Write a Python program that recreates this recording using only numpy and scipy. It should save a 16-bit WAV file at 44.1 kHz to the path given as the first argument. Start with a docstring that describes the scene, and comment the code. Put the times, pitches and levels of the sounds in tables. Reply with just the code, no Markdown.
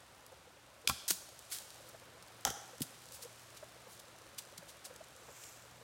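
"""Dead stick against a tree

A dead stick is swung twice against a trunk beside a small forest stream. Each blow cracks, rings
briefly and snaps a piece off, which lands in the leaf litter a moment later. The trunks scatter the
knocks back. Twigs and clothes rustle over a bed of ringing bubbles, watery wash and a far, low hum."""
import sys
import numpy as np
from scipy import signal
from scipy.fft import rfft, irfft, next_fast_len
from scipy.io import wavfile
from scipy.ndimage import uniform_filter1d

SR = 44100
rng = np.random.default_rng(int(sys.argv[2]) if len(sys.argv) > 2 else 0)


def to_wav(sig):
    """Store sig (one row per channel, or 1-D mono) as 16-bit WAV at the path in sys.argv[1].

    Samples outside -1..1 are clipped; the rate is SR.
    """
    pcm = np.clip(np.atleast_2d(sig), -1, 1) * 32767
    pcm = np.round(pcm).astype(np.int16)
    wavfile.write(sys.argv[1], SR, pcm.T)  # frames by channels


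N = 257103
TIME = np.arange(N) / SR
LEAD = 64  # samples of soft start ahead of a crack

# Fader rides for the hum, the wash and the hiss. Each row: time in seconds, level in dB.
HUM_RIDE = [(0, -74.5), (1, -79.5), (2, -70), (3.8, -70.5), (5, -76.5), (5.83, -66.5)]
WASH_RIDE = [(0, -62.5), (.8, -63.5), (2.3, -60.5), (3.1, -61), (5.83, -61)]
HISS_RIDE = [(0, -65), (.7, -66.5), (1.7, -58), (2.1, -64), (3.1, -59), (3.9, -63), (5.1, -63.5),
             (5.83, -64.5)]
# Tone colours of the noisy layers. Each row: frequency in Hz, relative level in dB.
WASH_EQ = [(25, -27), (45, -2), (70, -10), (95, -4.5), (160, 1), (240, -2), (350, 0.5), (550, -1.5),
           (800, -1.5), (1400, 0), (2000, -4), (4000, -8), (9000, -37), (16000, -54)]
HISS_EQ = [(1500, -8), (3000, -1), (5000, 1.5), (8500, 0), (11000, -4), (16000, -11.5)]
CLOTH_EQ = [(800, -10), (2200, -2.5), (4000, -11), (6000, 1.5), (7500, 3.5), (10000, -8.5), (14000, -7),
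            (16000, -15)]
LITTER_EQ = [(100, -8), (400, 3.5), (800, -6), (1500, -2.5), (2500, -4.5), (4000, -0.5), (6500, -1.5),
             (9000, -1.5), (12000, -5.5), (16000, -9.5)]
LONG_CRACK_EQ = [(100, -21), (800, -21), (1150, -31), (1530, -10), (1950, -21), (2420, 2), (2850, -9),
                 (3350, 1.5), (3900, -7.5), (4900, -1.5), (6000, -7.5), (8500, -9), (11500, -11.5),
                 (16000, -23)]
SHORT_CRACK_EQ = [(100, -33), (700, -9.5), (1300, -7), (1900, -4.5), (2600, -14.5), (3150, 1), (4400, -9.5),
                  (5900, 5.5), (7000, 0.5), (9000, -6), (11400, -5), (16000, -11)]
# The stream's big air pockets. Each row: peak in seconds, level in dB, pitch in Hz, relative splash in dB.
BIG_GURGLES = [(.325, -54, 520, -3), (.851, -54, 467, -5), (1.808, -55, 560, -7), (1.951, -50, 650, 0),
               (3.258, -47.5, 485, -8), (3.633, -46, 610, -7), (3.872, -53, 524, -4), (4.629, -53, 570, -1),
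               (4.53, -55.5, 557, -4), (4.912, -50, 510, -4), (5.012, -48.5, 635, -11),
               (5.29, -52.5, 543, 3)]
# Colour of the forest's echo. Each row: frequency in Hz, level in dB.
ECHO_EQ = [(100, -20), (400, -11.5), (800, -7.5), (1000, -8.5), (1350, -7), (1900, -8), (2400, -18.5),
           (3100, -10), (4000, -10.5), (6000, -9), (9000, -9), (15000, -15)]
# Length of its tail. Each row: frequency in Hz, seconds to fall by 60 dB.
ECHO_T60 = [(100, 0.33), (800, 1), (3000, 0.95), (6000, 0.76), (10000, 0.64), (16000, 0.57)]
# Its bloom, slowest in the bass. Each row: frequency in Hz, rise in seconds.
ECHO_RISE = [(200, 0.042), (1400, .04), (3000, 0.022), (8000, 0.0077)]
# Feet and clothes shift. Each row: peak in seconds, level in dB, decay in seconds, tilt in dB per octave.
SHUFFLES = [(1.892, -49.5, .005, 9), (3.15, -50, 0.023, 2), (3.233, -46.5, 0.014, 0.5),
            (3.575, -52, 0.0097, -2.5), (3.93, -57.5, 0.04, 1.5), (3.999, -51, .006, 0),
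            (4.389, -39, 0.0067, -1), (4.581, -44, 0.0042, -2), (4.698, -53, 0.018, -2),
            (4.857, -45, 0.01, -1)]
# Twigs snap, the thinner the higher. Each row: peak in seconds, level in dB, low cut in Hz.
TWIG_SNAPS = [(0.265, -48.5, 7000), (1.392, -45, 6500), (1.586, -38.5, 4520), (1.705, -45.5, 3000),
              (2.2255, -49.5, 4500), (3.122, -43.5, 5000), (4.962, -46.5, 4000), (5.438, -46, 1790)]
# A broken piece hits the leaves, then the ground under them.
# Each row: peak in seconds, level in dB, decay in seconds, low cut in Hz.
LEAF_LANDINGS = [(1.0809, -31.5, 0.033, 1490), (1.0987, -33, 0.012, 900), (1.1061, -21.5, 0.0026, 250),
                 (1.1104, -26.5, 0.0049, 300), (2.806, -44, 0.005, 500), (2.8197, -30.5, 0.0063, 2570)]
# Wood and feet on soft soil. Each row: start in seconds, level in dB, pitch in Hz, decay in seconds.
SOIL_THUMPS = [(0.8964, -44, 220, 0.017), (1.107, -34, 340, 0.0031), (1.114, -47.5, 188, 0.017),
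               (2.5065, -31, 500, 0.0021), (2.8078, -27.5, 263, 0.0042), (2.8145, -32.5, 160, 0.0083),
               (4.586, -51, 169, 0.013)]
# Modes of the trunk, and bending modes of the stick at each length.
# Each row: pitch in Hz, relative level in dB, seconds to fall by 60 dB.
TRUNK_RING = [(77, -4, 0.18), (127, -3, 0.12), (187, -5, 0.12), (242, -1.5, 0.077), (349, 2.5, 0.03),
              (513, -8, 0.026)]
LONG_RING = [(792, -13, 0.085), (960, -16, 0.034), (1063, 1, 0.034), (1132, -1.5, 0.047), (1280, -8, 0.06),
             (1340, -4.5, 0.063), (1620, -18, 0.079), (1960, -21, .07), (2400, -17, 0.056),
             (3420, -24, .04)]
SHORT_RING = [(540, -16, 0.036), (788, -4.5, .075), (826, -1.5, 0.03), (1010, -13, 0.04), (1305, -6, 0.047),
              (1380, -9.5, 0.062), (1550, -19, 0.037), (2090, -25, .04), (3150, -21, .025)]
# Contacts and snaps within each blow. Each row: start in seconds, crack level in dB, crack decay in
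# seconds, crack tilt in dB per octave, ring gain in dB, ring tilt in dB per octave, trunk gain in dB.
LONG_HITS = [(.8743, -19.5, .0012, -1, -45, 6, -73), (.8868, -32, 0.0076, 7, -42, -6, -51),
             (.8953, -33, .0015, -7, -40, -5, -37.5), (.8965, -28.5, .0015, 3.5, -26, 1, -60)]
SHORT_HITS = [(2.4507, -19.5, 0.00092, -1.2, -36, 8, -75), (2.4538, -46, .003, -7, -28, -7, -43.5),
              (2.467, -36, 0.02, -6, -35.5, 2, -49), (2.4735, -38, 0.0036, 7, -30, 3, -38),
              (2.5027, -32, 0.0012, -1, -49, 13, -66)]


def amp(db):
    """Decibels to gain."""
    return 10 ** (np.asarray(db) / 20)


def unit(x):
    """Scales to rms 1."""
    return x / np.sqrt(np.mean(x ** 2) + 1e-20)


def read(points, hz):
    """Reads a curve on a log-frequency axis."""
    f, value = np.transpose(points)
    return np.interp(np.log(hz + 1), np.log(f), value)


def fader(ride):
    """Gain at every sample of a fader ride."""
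    return amp(np.interp(TIME, *np.transpose(ride)))


def add(mix, s, sound):
    """Mixes a sound in at s seconds."""
    start = round(s * SR)
    sound = sound[max(-start, 0):]
    part = mix[max(start, 0):][:len(sound)]
    part += sound[:len(part)]


def eq_gains(eq, size, tilt_db):
    """Gain of each FFT bin: an EQ curve, tilted in dB per octave above 500 Hz."""
    hz = np.fft.rfftfreq(size, 1 / SR)
    return amp(read(eq, hz) + tilt_db * np.log2(np.maximum(hz, 500)))


def colour(x, eq, tilt_db=0):
    """Runs noise through an EQ curve and brings it to rms 1."""
    size = next_fast_len(len(x))
    return unit(irfft(rfft(x, size) * eq_gains(eq, size, tilt_db), size)[:len(x)])


def burst(sound, envelope):
    """A sound under an envelope, with the energy of that envelope."""
    return unit(sound * envelope) * np.sqrt(np.mean(envelope ** 2))


def grain(size, grain_db, limit):
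    """Uneven gains that roughen a texture: many small grains, a few big ones."""
    return amp(grain_db * np.minimum(rng.exponential(1, size), limit))


def hum(hum_hz=119, waver_hz=3, rumble_db=-73):
    """A far, wavering hum over a narrow rumble."""
    drift = unit(uniform_filter1d(uniform_filter1d(rng.standard_normal(N), size=4000), size=4000))
    tone = np.sqrt(2) * np.sin(2 * np.pi * np.cumsum(hum_hz + waver_hz * drift) / SR)
    rumble = colour(rng.standard_normal(N), [(40, -18), (70, -8.5), (105, -12), (250, -56)])
    return fader(HUM_RIDE) * tone + amp(rumble_db) * rumble


def wash():
    """The broad wash of the stream's riffles."""
    return fader(WASH_RIDE) * colour(rng.standard_normal(N), WASH_EQ)


def hiss(smooth_db=-1.5, ticks_db=-7, ticks_per_s=70, tick_decay_s=0.00094):
    """A fine, ticking high hiss of water and rustling clothes, ridden up where the person moves."""
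    onsets = (rng.random(N) < ticks_per_s / SR) * grain(N, grain_db=3.5, limit=3)
    ticks = signal.lfilter([1], [1, -np.exp(-1 / (tick_decay_s * SR))], onsets) * rng.standard_normal(N)
    smooth = amp(smooth_db) * colour(rng.standard_normal(N), HISS_EQ)
    return fader(HISS_RIDE) * (smooth + amp(ticks_db) * colour(ticks, HISS_EQ, tilt_db=1.5))


def babble(count=1400, db=-67, lowest_hz=480, octaves=1.67, cycles=4, glide=0.078, spread_db=3, tilt_db=-4):
    """Countless small bubbles; the smaller they are, the higher, shorter and fainter they ring."""
    when, smallness, chance = rng.random((count, 3)).T[:, :, None]
    step = np.arange(SR // 40)
    turns = lowest_hz * 2 ** (octaves * smallness) * step / SR
    age = turns / cycles
    gain = amp(tilt_db * octaves * smallness - spread_db * np.log(np.maximum(chance, .08)))
    chirps = np.sin(2 * np.pi * turns * (1 + glide * age / (1 + age)))
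    bubbles = gain * age * np.exp(-2 * age) * chirps
    at = (when * N).astype(int) + step
    return amp(db) * unit(np.bincount(at.ravel(), bubbles.ravel(), N)[:N])


def gurgles(swell_cycles=3.85, glide=0.0504, count=22, faint_db=-58, faint_hz=520, spread_octaves=0.132):
    """A pocket of air rings with rising pitch in a splash of small bubbles; faint ones burst at random."""
    out, t = np.zeros(N), np.arange(-SR // 20, SR // 20) / SR
    faint = [(when * N / SR, faint_db, faint_hz * 2 ** (spread_octaves * (2 * pitch - 1)), -4)
             for when, pitch in rng.random((count, 2))]
    for s, db, hz, splash_db in list(BIG_GURGLES) + faint:
        swell_s = swell_cycles / hz
        rising_hz = hz * (1 + glide * np.tanh(t / swell_s))
        bubble = np.sqrt(2) * np.sin(2 * np.pi * (np.cumsum(rising_hz) / SR + rng.random()))
        splash_eq = [(hz / 4, -20), (hz, 0), (hz * 1.3, -7), (hz * 2.73, -8), (hz * 6, -35)]
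        splash = amp(splash_db) * colour(rng.standard_normal(len(t)), splash_eq)
        add(out, s + t[0], amp(db) * burst(bubble + splash, np.exp(-(t / swell_s) ** 2)))
    return out


def forest(send, near_db=-12, near_decay_s=0.0083, near_low_hz=2800):
    """Twigs and bark nearby scatter the treble at once; far trunks return a long tail."""
    t = np.arange(SR) / SR
    hz, when, noise = signal.stft(rng.standard_normal(SR), SR, nperseg=256)
    t60, rise = read(ECHO_T60, hz)[:, None], read(ECHO_RISE, hz)[:, None]
    fade = amp(read(ECHO_EQ, hz)[:, None] - 60 * when / t60)
    trim = np.sqrt(2 * np.log(1000) / (t60 * SR))  # evens out the energy of long and short tails
    bloom = 1 - np.exp(-(when / rise) ** 2)
    far = signal.istft(noise * fade * trim * bloom, SR, nperseg=256)[1][:SR]
    scatter = signal.lfilter(*signal.butter(2, near_low_hz, "highpass", fs=SR), rng.standard_normal(SR))
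    near = unit(scatter * t * np.exp(-t / near_decay_s)) / np.sqrt(SR)
    return signal.fftconvolve(send, far + amp(near_db) * near)[:N]


def sleeve(peak_s=5.44, db=-55, fade_s=0.16):
    """Cloth slides over cloth in one soft, grainy swell."""
    threads = rng.standard_normal(N) * grain(N, grain_db=4, limit=5)
    return amp(db) * np.exp(-abs(TIME - peak_s) / fade_s) * colour(threads, CLOTH_EQ)


def crunch(mix, peak_s, db, rise_s, decay_s, tilt_db, low_hz):
    """Mixes in a swarm of tiny snaps that swells and dies; small things lack the low end."""
    t = np.arange(-SR // 10, SR // 5) / SR
    snaps = rng.standard_normal(len(t)) * grain(len(t), grain_db=4.5, limit=4)
    snaps = signal.lfilter(*signal.butter(2, low_hz, "highpass", fs=SR), snaps)
    envelope = np.exp(-(np.minimum(t, 0) / rise_s) ** 2 - np.maximum(t, 0) / decay_s)
    add(mix, peak_s + t[0], amp(db) * burst(colour(snaps, LITTER_EQ, tilt_db), envelope))


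def rustles():
    """Landing pieces, scraped bark, twigs and shifting feet all crunch, each with its own envelope."""
    out = np.zeros(N)
    for s, db, decay_s, low_hz in LEAF_LANDINGS:
        crunch(out, s, db, rise_s=.0013, decay_s=decay_s, tilt_db=2.35, low_hz=low_hz)
    # the stick drags off the bark once, biting quickly and letting go slowly
    crunch(out, peak_s=1.524, db=-38.5, rise_s=0.011, decay_s=.045, tilt_db=1.7, low_hz=1200)
    for s, db, low_hz in TWIG_SNAPS:
        crunch(out, s, db, rise_s=.0008, decay_s=0.0018, tilt_db=-3, low_hz=low_hz)
    for s, db, decay_s, tilt_db in SHUFFLES:
        crunch(out, s, db, rise_s=decay_s, decay_s=decay_s, tilt_db=tilt_db, low_hz=2980)
    return out


def thumps(rise_s=0.00054):
    """Soft soil damps a landing piece or a foot within a few cycles."""
    out, t = np.zeros(N), np.arange(SR // 6) / SR
    for s, db, hz, decay_s in SOIL_THUMPS:
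        envelope = (1 - np.exp(-t / rise_s)) * np.exp(-t / decay_s)
        add(out, s, amp(db) * envelope * np.sin(2 * np.pi * hz * t))
    return out


def ring(modes, t, contact_s=0.0015):
    """The body of a knock: a short contact pushes the wood into decaying modes."""
    tones = sum(amp(db - 60 * t / t60) * np.sin(2 * np.pi * hz * t) for hz, db, t60 in modes)
    return (1 - np.exp(-t / contact_s)) * tones


def crack(envelope, eq, tilt_db):
    """The bite of a knock: fibres break at random moments, with a smooth spectrum and a soft start."""
    size = len(envelope)
    envelope = np.pad(envelope, (LEAD, 0))[:size]
    fibres = rng.standard_normal(size) * envelope
    timing = np.exp(1j * np.angle(rfft(fibres)))  # phase only, so the EQ alone sets the colour
    snap = irfft(timing * eq_gains(eq, size, tilt_db), size)
    edges = np.minimum(np.arange(size) / LEAD, 1) * np.minimum(np.linspace(2, 0, size), 1)
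    return unit(snap * edges ** 2) * np.sqrt(np.mean(envelope ** 2))


def stick(hits, crack_eq, modes, rise_s, splinter_s, splinter_db=-25):
    """Bark and dry fibres crack, the stick rings and the trunk thuds. Two stems: cracks and ringing."""
    cracks, ringing, t = np.zeros(N), np.zeros(N), np.arange(SR // 4) / SR
    trunk = ring(TRUNK_RING, t)
    attack = np.minimum(t / rise_s, 1)
    splinters = amp(splinter_db) * np.exp(-t / splinter_s)
    for s, crack_db, decay_s, tilt_db, ring_db, hardness_db, thud_db in hits:
        crush = np.exp(-np.maximum(t - 2 * rise_s, 0) / decay_s)
        add(cracks, s - LEAD / SR, amp(crack_db) * crack(attack * (crush + splinters), crack_eq, tilt_db))
        # a harder contact favours the higher modes
        wood = ring([(hz, db + hardness_db * np.log2(hz / 1000), t60) for hz, db, t60 in modes], t)
        add(ringing, s, amp(ring_db) * wood + amp(thud_db) * trunk)
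    return cracks, ringing


def scene():
    """Knocks and foley over the background bed; each stem has its own send to the forest echo."""
    long_crack, long_ring = stick(LONG_HITS, LONG_CRACK_EQ, LONG_RING, rise_s=0.00081, splinter_s=0.014)
    short_crack, short_ring = stick(SHORT_HITS, SHORT_CRACK_EQ, SHORT_RING,
                                    rise_s=0.0004, splinter_s=0.0086)
    foley = rustles() + sleeve() + thumps()
    stems = np.array([long_crack, long_ring, short_crack, short_ring, foley])
    sends_db = [0, -9, 1, 0, -3]
    echo = forest(amp(sends_db) @ stems)
    bed = wash() + hiss() + babble() + gurgles() + hum()
    return (stems.sum(0) + echo + bed)[None]


def record(dry):
    """The microphone loses the deep bass; a steep high cut takes off the very top."""
    low_cut_hz, high_cut_hz = 54, 16050
    thin = signal.sosfilt(signal.butter(4, low_cut_hz, "highpass", fs=SR, output="sos"), dry)
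    high_cut = signal.firwin(511, high_cut_hz, window=("kaiser", 9), fs=SR)
    return signal.oaconvolve(thin, high_cut[None], "same")


dry = scene()
out = record(dry)
to_wav(out)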